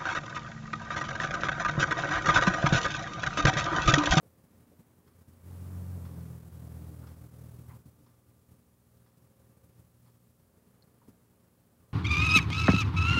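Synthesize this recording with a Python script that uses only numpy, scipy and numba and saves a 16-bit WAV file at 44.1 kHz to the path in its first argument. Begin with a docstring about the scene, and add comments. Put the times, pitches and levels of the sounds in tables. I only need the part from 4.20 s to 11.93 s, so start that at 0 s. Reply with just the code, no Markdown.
"""An engine drones through the walls of a quiet room, swells, then idles; a faint hum swells with it.
An appliance motor hums over room air and microphone hiss; a faint rustle dies away.
Scuffs and brief low swells of noise come and go; a clock clacks in its case about once a second.
A metal spinner on a wooden table gives a few tiny ringing ticks; one bump rings the table top.
The phone's noise suppressor makes the hiss flutter up and down with the bass."""
import sys
import numpy as np
from scipy import signal
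from scipy.fft import rfft, irfft, next_fast_len
from scipy.io import wavfile
from scipy.ndimage import uniform_filter1d
from numba import njit

SR = 44100
rng = np.random.default_rng(int(sys.argv[2]) if len(sys.argv) > 2 else 0)


def wav_record(signal):
    """Record a signal, one row per channel, as 16-bit PCM in the file named by sys.argv[1]."""
    frames = np.transpose(np.atleast_2d(signal))
    bounded = np.clip(frames, -1, 1)
    # unit amplitude maps onto the largest positive 16-bit level
    quanta = np.round(bounded * 32767).astype(np.int16)
    wavfile.write(sys.argv[1], SR, quanta)


N = 340893
TIME_S = np.arange(N) / SR


def undb(db):
    """Decibels to gain."""
    return 10 ** (np.asarray(db) / 20)


def curve(points):
    """(time_s, value) points joined by straight lines."""
    return np.interp(TIME_S, *np.transpose(points))


def walk(rate_hz):
    """Smooth random drift, spread 1, changing at about rate_hz."""
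    hold = int(SR / rate_hz)
    steps = np.repeat(rng.standard_normal(N // hold + 1), hold)
    drift = uniform_filter1d(uniform_filter1d(steps, hold), hold)[:N]
    return drift / drift.std()


def noise(colour):
    """Noise shaped by (freq_hz, density_db) points."""
    freq_hz, density_db = np.transpose(colour)
    size = next_fast_len(N)
    bins_hz = np.maximum(np.fft.rfftfreq(size, 1 / SR), 1)
    gain = undb(np.interp(np.log(bins_hz), np.log(freq_hz), density_db)) * np.sqrt(SR / 2)
    return irfft(rfft(rng.standard_normal(size)) * gain, size)[:N]


def burst(start_s, rise_s, t60_s):
    """Envelope: linear rise to 1, exponential decay."""
    age_s = np.maximum(TIME_S - start_s, 0)
    decay = np.exp(-np.log(1000) * np.clip((age_s - rise_s) / t60_s, 0, 2))
    return np.minimum(age_s / rise_s, 1) * decay


def band_burst(start_s, level_db, centre_hz, width_hz, rise_s, t60_s):
    """A burst of noise in one broad resonance."""
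    bins_hz = np.fft.rfftfreq(SR, 1 / SR)
    band = irfft(rfft(rng.standard_normal(SR)) / (1 + (2 * (bins_hz - centre_hz) / width_hz) ** 2))
    span = slice(int(start_s * SR), int(start_s * SR) + SR)
    envelope = burst(start_s, rise_s, t60_s)[span]
    shaped = band[:len(envelope)] * envelope
    out = np.zeros(N)
    out[span] = undb(level_db) * shaped * np.linalg.norm(envelope) / np.linalg.norm(shaped)
    return out


def strike(hits, modes, contact_s):
    """Blows ring damped modes; longer contact rounds the attack."""
    age_s = TIME_S[:SR // 4]
    ring = sum(undb(db) * np.sin(2 * np.pi * hz * age_s) * np.exp(-np.log(1000) * age_s / t60_s)
               for hz, db, t60_s in modes)
    ring *= np.minimum(age_s / contact_s, 1)
    out = np.zeros(N)
    for start_s, level_db in hits:
        place = out[int(start_s * SR):][:len(ring)]
        place += undb(level_db) * ring[:len(place)]
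    return out


def drone_gain_db(dip_half_s=0.023):
    """The drone swells and sinks, with brief dips."""
    # loudness through the walls: time_s, gain_db
    loudness = [(0, -14.5), (.8, -13), (1.16, -11), (1.28, -5.5), (1.5, 1), (2.03, 3), (2.25, -3.5),
                (2.6, 0), (3.1, -3), (3.56, -4), (3.72, -13.5), (4.3, -14), (4.5, -16.5), (5.4, -13),
                (6.2, -15), (6.4, -22.5), (7.73, -19.5)]
    # level dips: time_s, depth_db
    dips = [(2.22, 3.5), (2.95, 5.5), (3.09, 3.5), (3.63, 3)]
    return curve(loudness) - sum(db * np.exp(-((TIME_S - at_s) / dip_half_s) ** 2) for at_s, db in dips)


def engine(gain_db, flutter_db=0.96, swell_db=0.5):
    """Low orders pass the walls, lifted as they slide through room modes."""
    # engine speed: time_s, cycle_hz
    speed = [(0, 42.5), (1.1, 43.3), (1.45, 45.0), (1.73, 45.0), (1.97, 41.8), (2.4, 40.7), (2.98, 40.35),
             (3.15, 39.9), (7.73, 39.8)]
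    # engine orders: cycle_multiple, level_db
    orders = [(2, -51.5), (3, -52), (4, -57)]
    # room resonances: centre_hz, width_hz, lift_db
    room_modes = [(81.1, 1.8, 7), (90, 6, 13), (119.6, 2, 8.5), (124, 3, 3.5), (165, 7, 9.5), (179, 9, 5.5)]
    cycle_hz = curve(speed)
    phase = 2 * np.pi * np.cumsum(cycle_hz) / SR + 0.11 * walk(12)
    drone = 0
    for order, level_db in orders:
        lift_db = sum(db / (1 + (2 * (order * cycle_hz - centre_hz) / width_hz) ** 2)
                      for centre_hz, width_hz, db in room_modes)
        waver_db = flutter_db * walk(21.82) + swell_db * walk(4.17)
        tone = np.sin(order * phase + 2 * np.pi * rng.random())
        drone += undb(gain_db + level_db + lift_db + waver_db) * tone
    return np.sqrt(2) * drone


def faint_hum(gain_db, pitch_hz=297, flutter_db=3, wobble_rad=1.77):
    """A faint, wavering hum that swells with the drone."""
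    level_db = gain_db - 64 + flutter_db * walk(20)
    return np.sqrt(2) * undb(level_db) * np.sin(2 * np.pi * pitch_hz * TIME_S + wobble_rad * walk(14))


def exhaust(gain_db, db_per_db=0.82):
    """Exhaust rumble follows the drone's level."""
    # rumble spectrum: freq_hz, density_db
    colour = [(30, -100), (60, -83.5), (90, -71), (200, -77), (330, -86), (600, -92), (1500, -102),
              (3000, -118)]
    return undb(db_per_db * gain_db - 0.5) * noise(colour)


def appliance(shaft_hz=59.25, waver_db=2.0, drift_rad=0.04):
    """A motor hums at multiples of its shaft rate."""
    # motor harmonics: shaft_multiple, level_db
    harmonics = [(1, -69.5), (2, -67.5), (3, -66.5), (4, -64), (5, -72.5), (6, -75), (7, -71), (9, -72.5),
                 (20, -79.5), (84, -94)]
    phase = 2 * np.pi * shaft_hz * TIME_S + drift_rad * walk(2)
    hum = sum(undb(db + waver_db * walk(5.5)) * np.sin(multiple * phase + 2 * np.pi * rng.random())
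              for multiple, db in harmonics)
    return np.sqrt(2) * hum


def room(swell_db=1.08):
    """Dull, slightly swelling room air under steady microphone hiss."""
    # room air: freq_hz, density_db
    air_colour = [(20, -104), (42, -90.5), (65, -85), (90, -74.5), (135, -82.5), (205, -81), (310, -90),
                  (510, -89), (700, -95), (1150, -97.5), (1800, -104), (3000, -112), (6000, -125)]
    # microphone hiss: freq_hz, density_db
    hiss_colour = [(100, -109), (3000, -109), (6300, -108), (9500, -104.4), (13500, -103.9),
                   (16000, -104.4)]
    return noise(air_colour) * undb(swell_db * walk(3.2)) + noise(hiss_colour)


def rustle(gain_db=-2, uneven_db=1.6, end_s=1.66, fade_s=0.69):
    """Soft, uneven rubbing that fades out."""
    # rubbing spectrum: freq_hz, density_db
    colour = [(120, -100), (270, -80), (420, -92), (1100, -97.5), (2200, -104.5), (4500, -121)]
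    fade = np.clip((end_s - TIME_S) / fade_s, 0, 1)
    return fade * undb(gain_db + uneven_db * walk(23)) * noise(colour)


def scuffs(width_ratio=0.46, t60_s=0.2):
    """Light knocks rise fast, scuffs slowly; higher ones are broader."""
    # knocks and scuffs: start_s, level_db, centre_hz, rise_s
    contacts = [(.026, -52, 477, 0.0095), (.515, -54.5, 530, 0.0026), (1.53, -67, 1400, .003),
                (2.816, -58.5, 1200, .02), (3.477, -55.5, 1050, 0.044), (3.484, -60.5, 1900, 0.023),
                (6.813, -56.5, 1040, .007)]
    return sum(band_burst(start_s, level_db, centre_hz, width_ratio * centre_hz, rise_s, t60_s)
               for start_s, level_db, centre_hz, rise_s in contacts)


def low_swells():
    """Brief low swells, all in one low band: mostly soft thuds, the last one the bump booming in the room;
    those at 3.8 and 4.322 s are only room noise."""
    # swells: start_s, level_db
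    swells = [(0.031, -50), (.235, -51.5), (.40, -50), (.59, -47.5), (1.074, -50), (3.648, -45.5),
              (3.8, -46.5), (4.322, -54), (6.889, -49)]
    return sum(band_burst(start_s, level_db, centre_hz=150, width_hz=190, rise_s=0.0075, t60_s=0.11)
               for start_s, level_db in swells)


def clock(rise_s=0.0063, t60_s=0.056, room_db=-7, room_t60_s=0.47):
    """Each step of the hand clacks in the case and lingers in the room."""
    # hand steps: start_s, gain_db
    steps = [(.873, 0.5), (1.848, 2), (2.867, 4), (3.859, 2.5), (4.858, 2.5), (5.857, 1.5), (6.868, -9)]
    # case, heard across the room: freq_hz, density_db
    case_colour = [(500, -106), (900, -86.5), (1250, -89), (1500, -95.5), (2000, -96.5), (2900, -108),
                   (3450, -99), (3950, -108), (4400, -101), (4850, -105), (5250, -97.5), (6100, -112),
                   (9000, -125)]
    envelope = 0
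    for start_s, gain_db in steps:
        direct = burst(start_s, rise_s, t60_s)
        tail = undb(room_db) * burst(start_s, 2 * rise_s, room_t60_s)
        envelope += undb(gain_db) * np.hypot(direct, tail)
    return envelope * noise(case_colour)


def spinner():
    """Tiny ticks ring the metal's high modes."""
    # ticks: start_s, level_db
    ticks = [(.937, -58), (4.775, -59), (6.6237, -41.5), (6.6304, -45)]
    # metal modes: pitch_hz, gain_db, t60_s
    metal_modes = [(4270, -8, 0.029), (4370, -4, 0.012), (4700, -5, 0.0077)]
    return strike(ticks, metal_modes, contact_s=0.00065)


def table_bump():
    """A dull blow rings the wooden top."""
    # bump: start_s, level_db
    bumps = [(6.8842, -34)]
    # table-top modes: pitch_hz, gain_db, t60_s
    wood_modes = [(125, -7.5, .07), (235, 4, .025), (340, -9, .024)]
    return -strike(bumps, wood_modes, contact_s=0.0026)


def scene():
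    """All sources at one microphone near the table."""
    gain_db = drone_gain_db()
    background = engine(gain_db) + faint_hum(gain_db) + exhaust(gain_db) + appliance() + room()
    return (background + rustle() + scuffs() + low_swells() + clock() + spinner() + table_bump())[None]


@njit
def follow(x, up_s, down_s):
    """One-pole follower with separate rise and fall times."""
    out, state = np.empty(len(x)), x[0]
    for i in range(len(x)):
        state += (x[i] - state) / (1 + SR * (up_s if x[i] > state else down_s))
        out[i] = state
    return out


def suppress(x, threshold_db=-47.5, knee_db=3.0, depth_db=13.5, window_s=0.014):
    """Downward expander: turns quiet moments down; opens faster than it closes."""
    power = uniform_filter1d(x[0] ** 2, int(window_s * SR))
    level_db = 10 * np.log10(np.maximum(power, 1e-12))
    shut = 0.5 - 0.5 * np.tanh((level_db - threshold_db) / (2 * knee_db))
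    return x * follow(undb(-depth_db * shut), up_s=0.001, down_s=0.0036)


def record(dry, low_cut_hz=45, high_cut_hz=15750):
    """The phone suppresses quiet noise, then cuts deep bass and top treble."""
    low_cut = signal.butter(2, low_cut_hz, "highpass", fs=SR, output="sos")
    high_cut = signal.ellip(12, 0.1, 70, high_cut_hz, fs=SR, output="sos")
    return signal.sosfilt(high_cut, signal.sosfilt(low_cut, suppress(dry)))


dry = scene()
out = record(dry)
wav_record(out)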